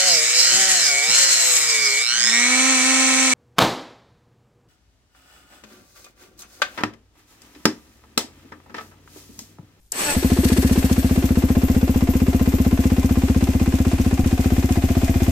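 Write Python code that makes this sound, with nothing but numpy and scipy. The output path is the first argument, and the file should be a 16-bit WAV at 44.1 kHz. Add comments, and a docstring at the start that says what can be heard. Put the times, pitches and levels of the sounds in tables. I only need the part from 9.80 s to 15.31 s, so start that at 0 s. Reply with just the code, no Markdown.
"""Single-cylinder four-stroke dirt bike, starting and idling on open concrete.
Each cycle: combustion rattles the cases and thuds into the frame, an exhaust pulse rings the pipe,
a valve taps shut. At the start a relay clicks, the starter grinds, the engine catches and the
starter's one-way clutch rasps as it spins down. Faint air rumble underneath.
The listener steps from behind the handlebar round to the engine's side."""
import sys
import numpy as np
from scipy import signal
from scipy.fft import rfft, irfft, next_fast_len
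from scipy.io import wavfile
from scipy.ndimage import map_coordinates

SR = 44100
rng = np.random.default_rng(int(sys.argv[2]) if len(sys.argv) > 2 else 0)


def dump(signal):
    """Clip the signal to [-1, 1] and save it as 16-bit WAV at the path in sys.argv[1]."""
    limited = np.clip(np.atleast_2d(signal).T, -1, 1)
    pcm = np.round(limited * 32767).astype(np.int16)
    wavfile.write(sys.argv[1], SR, pcm)


N = 242991
TIME = np.arange(N) / SR

# listener path: (time [s], place [0 behind the bar, 1 beside the engine])
LISTENER_PATH = [(0, 0.033), (2.2, 0), (3.8, 0.41), (5.5, 1)]
# noise stereo image: (frequency [Hz], left-right correlation [1])
CORRELATION = [(200, 0.96), (450, 0.91), (750, 0.71), (1200, 0.14), (3000, 0.16), (14000, 0)]
# microphone port colour: (frequency [Hz], left minus right [dB])
PORT_BALANCE = [(60, 1), (110, 1.2), (170, 2.8), (270, 1), (700, 1.5), (1300, -.7), (2400, 3), (4000, -.5),
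                (5800, -1.5), (7500, -1), (9000, 3), (10500, 6), (13500, 10)]

# noise spectra: (frequency [Hz], relative density [dB])
RELAY_SPECTRUM = [(1470, -57), (2500, -36), (3200, -76), (3750, -43), (4390, -16), (7360, -5), (8110, -1),
                  (10300, -18), (13800, -19), (15000, -7.5)]
GRIND_SPECTRUM = [(90, -12), (200, 3), (400, 6.5), (700, 3), (1100, 3), (1700, -5.5), (2400, 3.5),
                  (3500, -2.5), (5000, -3), (8000, -6.5), (10000, -7), (14300, -8)]
RASP_SPECTRUM = [(710, -36), (1200, -4.5), (2430, 1), (3810, 1), (5530, -1), (6740, -5), (7880, -2),
                 (13100, -4.5), (14400, -14)]
CLATTER_SPECTRUM = [(150, -26), (350, 17.5), (520, -5.5), (720, 1.5), (900, -5), (1500, -4.5), (2400, -8),
                    (3500, -15), (6000, -15.5), (12000, -60)]
SLAP_SPECTRUM = [(500, -9), (1000, -2), (1600, -3.5), (2500, -7.5), (4000, -12), (7000, -16), (10000, -19),
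                 (14000, -26)]
VALVE_SPECTRUM = [(1500, -29), (2500, 5), (4200, 2.5), (6000, 8.5), (8000, 5), (10000, 1.5), (14000, -11)]
WHIRR_SPECTRUM = [(300, -8.5), (550, -13.5), (750, -9), (950, -12.5), (1400, -12), (2400, -11.5),
                  (3200, -14), (4100, -16.5), (5500, -15.5), (7500, -14.5), (9000, -17.5), (11000, -25),
                  (14300, -20.5)]
HISS_SPECTRUM = [(6000, -13), (9000, -15), (11000, -0.5), (12500, 2.5), (13400, 11), (14300, -0.5)]
PUFF_SPECTRUM = [(60, -29), (150, 5), (270, 2), (400, -5), (700, -13.5), (1200, -19), (3000, -27.5),
                 (9000, -32)]

# starter gear mesh, spun up, then dragged down by compression: (time [s], rate [Hz])
MESH_SPEED = [(.12, 282), (.205, 412), (.235, 375), (.265, 293.8), (.34, 279.3)]
# gear whine: (order [x mesh rate], level [dB])
WHINE_ORDERS = [(1, -8), (2, -7.5), (3, -2.5), (4, -27), (5, -6), (6, -7), (9, -5.5), (11, -22)]
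# starter drive modes: (frequency [Hz], width [Hz], gain [dB])
DRIVE_MODES = [(1705, 150, 8.5), (2730, 15, -7), (4410, 104, 3.5), (5540, 100, 1), (6190, 88, 7.5),
               (7100, 160, 4), (8060, 170, 10), (9150, 140, 3.5)]

# idle surges (+) and sags (-): (time [s], firing rate change [Hz], sigma [s])
IDLE_HUNTS = [(.857, .673, .291), (1.075, -1.117, .072), (2.794, .318, .089), (4.134, -.882, .081),
              (4.451, -.781, .085), (4.766, 1.562, .0813), (4.855, -1.32, .2988)]
# high hiss: (time [s], gain [dB])
HISS_GAIN = [(.9, -42.5), (2.8, -44.5), (4.2, -51), (5.5, -44)]
# case and fin modes: (frequency [Hz], width [Hz], gain behind [dB], gain beside [dB])
CASE_MODES = [(600, 133, 2.5, -44), (687, 10, 7, 4), (786, 28, -11, 5.5), (1038, 16, 4.5, 3.5),
              (1160, 18, -7, -4.5), (1560, 68, -12.5, -40), (2056, 37, 0, 3), (2466, 78, -4.5, 1.5),
              (2716, 30, 3.5, -8), (3490, 120, -18, -8), (6400, 150, -28, -14), (7500, 140, -4, -8)]
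# pipe and silencer modes: (frequency [Hz], width [Hz], gain behind [dB], gain beside [dB])
PIPE_MODES = [(28.8, 3.2, 13, 25), (63.6, 14.6, 44, 44.5), (90.3, 36.4, 40.5, 44),
              (267.7, 20.2, 49.5, 46.5), (280.7, 177.8, 49.5, 45.5), (327.4, 141.5, 49.5, 45.5),
              (359.4, 69, 38.5, -18), (510.8, 32.6, 35, 31), (730, 44, -9, 27.5)]
# hollow ring at the engine's side: (pitch behind [Hz], pitch beside [Hz])
HOLLOW_PITCH = (880, 655)
# part gains: (behind [dB], beside [dB], extra while running hard [dB])
HOLLOW_GAIN = (-52.5, -27.5, 7)
THUD_GAIN = (7.5, -5, 23.5)
CASE_GAIN = (-31.5, -30.5, 2.5)
HEAD_GAIN = (-40, -35.5, 1)
BARK_GAIN = (-25, 1, 9)
OUTLET_GAIN = (-0.97, -1.9, 0.24)

STARTER_ON_S, SLIP_S, STARTER_OFF_S, FIRST_FIRING_S = .123, .306, .336, .366


def amp(db):
    return 10 ** (np.asarray(db) / 20)


def unit_rms(x):
    return x / np.sqrt(np.mean(x ** 2) + 1e-20)


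def bell(centre_s, sigma_s):
    return np.exp(-.5 * ((TIME - centre_s) / sigma_s) ** 2)


def since(start_s):
    return np.maximum(TIME - start_s, 0)


def over_time(points):
    return np.interp(TIME, *np.transpose(points))


def over_log_hz(points, hz):
    knots_hz, values = np.transpose(points)
    return np.interp(np.log(hz + 1), np.log(knots_hz + 1), values)


def wobble(knots_per_s):
    """Smooth random curve."""
    return map_coordinates(rng.standard_normal(int(N * knots_per_s / SR) + 4), [TIME * knots_per_s])


def filtered(x, response):
    """x through a complex response(f [Hz])."""
    size = next_fast_len(N + SR // 2)
    return irfft(rfft(x, size) * response(np.fft.rfftfreq(size, 1 / SR)), size)[..., :N]


def resonance(f, hz, width_hz):
    """Causal band-pass, peak gain 1."""
    return 1j * f * width_hz / (hz * hz - f * f + 1j * f * width_hz)


def ringing(x, modes):
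    """x plus the modes it excites."""
    return filtered(x, lambda f: 1 + sum(amp(db) * resonance(f, hz, width) for hz, width, db in modes))


def noise(spectrum, grain_db=0):
    """Stereo noise, rms 1; grain_db breaks it into tiny uneven contacts."""
    def mid_side(f):
        angle = np.arccos(np.clip(over_log_hz(CORRELATION, f), -1, 1)) / 2
        return amp(over_log_hz(spectrum, f)) * [np.cos(angle), np.sin(angle)]

    grains = rng.standard_normal((2, N)) * amp(grain_db * wobble(1500))
    mid, side = filtered(grains, mid_side)
    return unit_rms(np.array([mid + side, mid - side]))


def impulses(times_s, scatter_db):
    """One impulse of random size at each time."""
    train = np.zeros(N)
    sizes = amp(scatter_db * rng.standard_normal(len(times_s)))
    train[np.clip((times_s * SR).astype(int), 0, N - 1)] = sizes
    return train


def strokes(times_s, rise_s, decay_s, scatter_db):
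    """Envelope: one swell and decay from each time."""
    t = TIME[:SR // 8]
    shape = (1 - np.exp(-t / rise_s)) * np.exp(-t / decay_s)
    return signal.fftconvolve(impulses(times_s, scatter_db), shape / shape.max())[:N]


def from_right(x, lag_s):
    """Left channel lags the right."""
    return filtered(x, lambda f: np.exp(np.outer([-1j, 1j], np.pi * f * lag_s)))


def walked(behind, beside):
    """Crossfade along the listener's path."""
    place = np.clip(over_time(LISTENER_PATH), 0, 1)
    return (1 - place) * behind + place * beside


def part_db(gain, hard_until_s=.97, settle_s=.3):
    """Part gain: follows the listener, eases as the engine settles."""
    behind_db, beside_db, hard_db = gain
    return walked(behind_db, beside_db) + hard_db * np.exp(-since(hard_until_s) / settle_s)


def air():
    """Open-air rumble, plus low intake flutter once the crank turns."""
    rumble = noise([(20, 4), (70, 0), (200, -17), (600, -27), (2000, -32), (8000, -27), (14000, -30)],
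                   grain_db=-3)
    flutter = noise([(15, 2), (45, -9), (100, -6), (200, -15), (500, -29), (1500, -90)], grain_db=8.5)
    drawing = np.clip((TIME - .24) / .12, 0, 1)
    return amp(-55) * rumble + amp(-34.5) * drawing * flutter


def relay(start_s=.1195, rise_s=.0008, decay_s=.0027, gain_db=-6.5):
    """Starter relay snaps shut: one bright click."""
    t = since(start_s)
    envelope = (1 - np.exp(-t / rise_s)) * np.exp(-t / decay_s)
    return amp(gain_db) * noise(RELAY_SPECTRUM, grain_db=-.5) * envelope * amp([[1.5], [-1.5]])


def clutch_rasps(count=13, first_s=.649, first_gap_s=.0398, gap_ratio=1.069, first_db=-27.5, loss_db=1.4):
    """One-way clutch envelope: one rasp a turn, each longer and fainter."""
    turns = np.arange(count)
    gaps_s = first_gap_s * gap_ratio ** turns
    times_s = first_s + np.cumsum(gaps_s) - gaps_s
    return sum(amp(first_db - loss_db * k) * bell(times_s[k], .098 * gaps_s[k]) for k in turns)


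def starter(grind_db=-25.5, spin_up_s=.075, release_db_per_s=480, standstill_s=1.94, sing_hz=8060):
    """Motor grinds through its gears, slows against compression, freewheels on the clutch."""
    spin_up = np.clip(since(STARTER_ON_S) / spin_up_s, 0, 1)
    cranking_db = grind_db - 13.5 * (1 - spin_up) - release_db_per_s * since(STARTER_OFF_S)
    cranking = (TIME > STARTER_ON_S) * amp(cranking_db)
    mesh_hz = over_time(MESH_SPEED) * (1 + .0079 * wobble(126.4))
    mesh_rad = 2 * np.pi * np.cumsum(mesh_hz) / SR
    mesh_tone = sum(amp(db) * np.sin(order * mesh_rad) for order, db in WHINE_ORDERS)
    compression = bell(.298, .021)
    whine = cranking * amp(-11 + 12.5 * compression) * mesh_tone
    grind = cranking * noise(GRIND_SPECTRUM, grain_db=1) * (1 + .39 * np.cos(mesh_rad))
    slip = amp(-25) * bell(SLIP_S, .0039)  # engine overtakes the starter
    coasting = amp(-35.5) * np.interp(TIME, [STARTER_OFF_S, standstill_s], [1, 0], left=0)
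    freewheel = (slip + clutch_rasps() + coasting) * noise(RASP_SPECTRUM)
    drive = from_right(ringing(grind + freewheel, DRIVE_MODES), lag_s=.000272) * amp([[.8], [-.8]])
    # a steel part sings, fading as the gears coast
    singing = amp(-2.5) * (cranking + slip) + amp(-9) * coasting * np.exp(-since(STARTER_OFF_S) / .23)
    steel = filtered(rng.standard_normal((2, N)), lambda f: resonance(f, sing_hz, width_hz=110))
    return drive + whine + singing * unit_rms(steel)


def engine_cycles(idle_hz=14.857, warming_hz_per_s=.312, run_up_hz=3.75, run_up_s=.1106):
    """Exhaust opening times [s]: engine runs up to a hunting idle that creeps faster as it warms."""
    age_s = since(FIRST_FIRING_S)
    firing_hz = idle_hz + warming_hz_per_s * age_s - run_up_hz * np.exp(-age_s / run_up_s)
    firing_hz += sum(change_hz * bell(at_s, sigma_s) for at_s, change_hz, sigma_s in IDLE_HUNTS)
    cycles = np.cumsum(firing_hz * (age_s > 0)) / SR
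    return np.r_[FIRST_FIRING_S, np.interp(np.arange(1, int(cycles[-1]) + 1), cycles, TIME)]


def hollow_ring(opens_s, lead_s=.015, decay_s=.013):
    """Combustion, then exhaust, ring a hollow at the engine's side; pitch sinks as the listener nears."""
    blows = impulses(opens_s - lead_s, scatter_db=3.5)
    blows += amp(-2) * impulses(opens_s + .00412, scatter_db=6)
    pitch_hz = walked(*HOLLOW_PITCH) * (1 + .012 * wobble(15))
    phasor = np.exp(2j * np.pi * np.cumsum(pitch_hz) / SR)
    ring = signal.lfilter([1], [1, -np.exp(-1 / (decay_s * SR))], blows / phasor) * phasor
    return amp(part_db(HOLLOW_GAIN)) * ring.imag


def frame_shake(opens_s, lead_s=.02, frame_hz=362, width_hz=42, hum_db=-42):
    """Combustion thuds into the frame; crank imbalance hums at two turns a cycle."""
    jitter_s = .0005 * rng.standard_normal(len(opens_s))
    pushes = impulses(opens_s - lead_s + jitter_s, scatter_db=4.5) * amp(part_db(THUD_GAIN))
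    thud = filtered(pushes, lambda f: resonance(f, frame_hz, width_hz) / (1 + 1j * f / frame_hz))
    crank_turns = 2 * np.interp(TIME, opens_s, np.arange(len(opens_s)))
    hum = amp(hum_db + 2.5 * wobble(6)) * np.sin(2 * np.pi * crank_turns)
    return thud + hum


def running_gear(opens_s):
    """Combustion knock, piston slap, valve tap, port gas jet and chain and gear whirr ring the cases."""
    case_db, head_db = part_db(CASE_GAIN), part_db(HEAD_GAIN)
    running = np.clip((TIME - .33) / .022, 0, 1)
    closing = strokes(opens_s + .012, rise_s=.002, decay_s=.0097, scatter_db=4.5)
    knock = amp(case_db + 1.5) * noise(CLATTER_SPECTRUM, grain_db=2.5)
    knock *= strokes(opens_s - .02, rise_s=.018, decay_s=.012, scatter_db=0)
    slap = amp(case_db - 2.5) * noise(SLAP_SPECTRUM, grain_db=1.5)
    slap *= strokes(opens_s - .018, rise_s=.004, decay_s=.0045, scatter_db=.6)
    tap = amp(head_db - 1.5) * noise(VALVE_SPECTRUM, grain_db=4.5) * closing
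    jet = amp(head_db - 4) * noise(VALVE_SPECTRUM, grain_db=2)
    jet *= strokes(opens_s - .001, rise_s=.001, decay_s=.0076, scatter_db=2)
    whirr = amp((case_db + head_db) / 2 - 3 + 1.15 * wobble(25)) * noise(WHIRR_SPECTRUM)
    metal = running * (knock + slap + tap + jet + whirr)
    behind = ringing(metal, [(hz, width, db) for hz, width, db, _ in CASE_MODES])
    beside = ringing(metal, [(hz, width, db) for hz, width, _, db in CASE_MODES])
    # thin hiss, mostly left, swells with each exhaust stroke
    swell = .18 + strokes(opens_s - .001, rise_s=.015, decay_s=.025, scatter_db=3) + .45 * closing
    hiss = amp(over_time(HISS_GAIN)) * noise(HISS_SPECTRUM, grain_db=-1.5) * swell * amp([[2.5], [-7]])
    return walked(behind, beside) + running * hiss


def exhaust(opens_s, lowpass_hz=387, ground_dip_hz=155, bark_hz=690):
    """Each blow-down pulse rings the pipe; a turbulent puff follows, barking hollowly to the side."""
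    def pulse_response(f):
        pipe = sum((-1) ** k * amp(gains_db)[:, None] * resonance(f, hz, width_hz)
                   for k, (hz, width_hz, *gains_db) in enumerate(PIPE_MODES))
        ground = 1 - .32 * resonance(f, ground_dip_hz, width_hz=35)  # bounce off the concrete
        return pipe * ground / (1 + 1j * f / lowpass_hz) ** 2

    thump = walked(*filtered(impulses(opens_s, scatter_db=.27), pulse_response))
    puff = amp(-29.5) * noise(PUFF_SPECTRUM, grain_db=-4)
    puff *= strokes(opens_s, rise_s=.0027, decay_s=.019, scatter_db=-1)
    bark = amp(11 + part_db(BARK_GAIN)) * filtered(puff, lambda f: resonance(f, bark_hz, width_hz=80))
    outlet_db = part_db(OUTLET_GAIN) - 3 * bell(FIRST_FIRING_S, .035)  # weak first firing
    return from_right(amp(outlet_db) * (thump + puff + bark), lag_s=.00022)


def scene():
    """One cycle train drives all engine parts; relay, starter and air add to it."""
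    opens_s = engine_cycles()
    engine = exhaust(opens_s) + running_gear(opens_s) + frame_shake(opens_s) + hollow_ring(opens_s)
    return engine + relay() + starter() + air()


def record(dry, cutoff_hz=14350):
    """Left-right colour of the microphone ports, then a steep low-pass."""
    coloured = filtered(dry, lambda f: amp(np.outer([.5, -.5], over_log_hz(PORT_BALANCE, f))))
    return filtered(coloured, lambda f: 1 / np.sqrt(1 + (f / cutoff_hz) ** 400))


dry = scene()
out = record(dry)
dump(out)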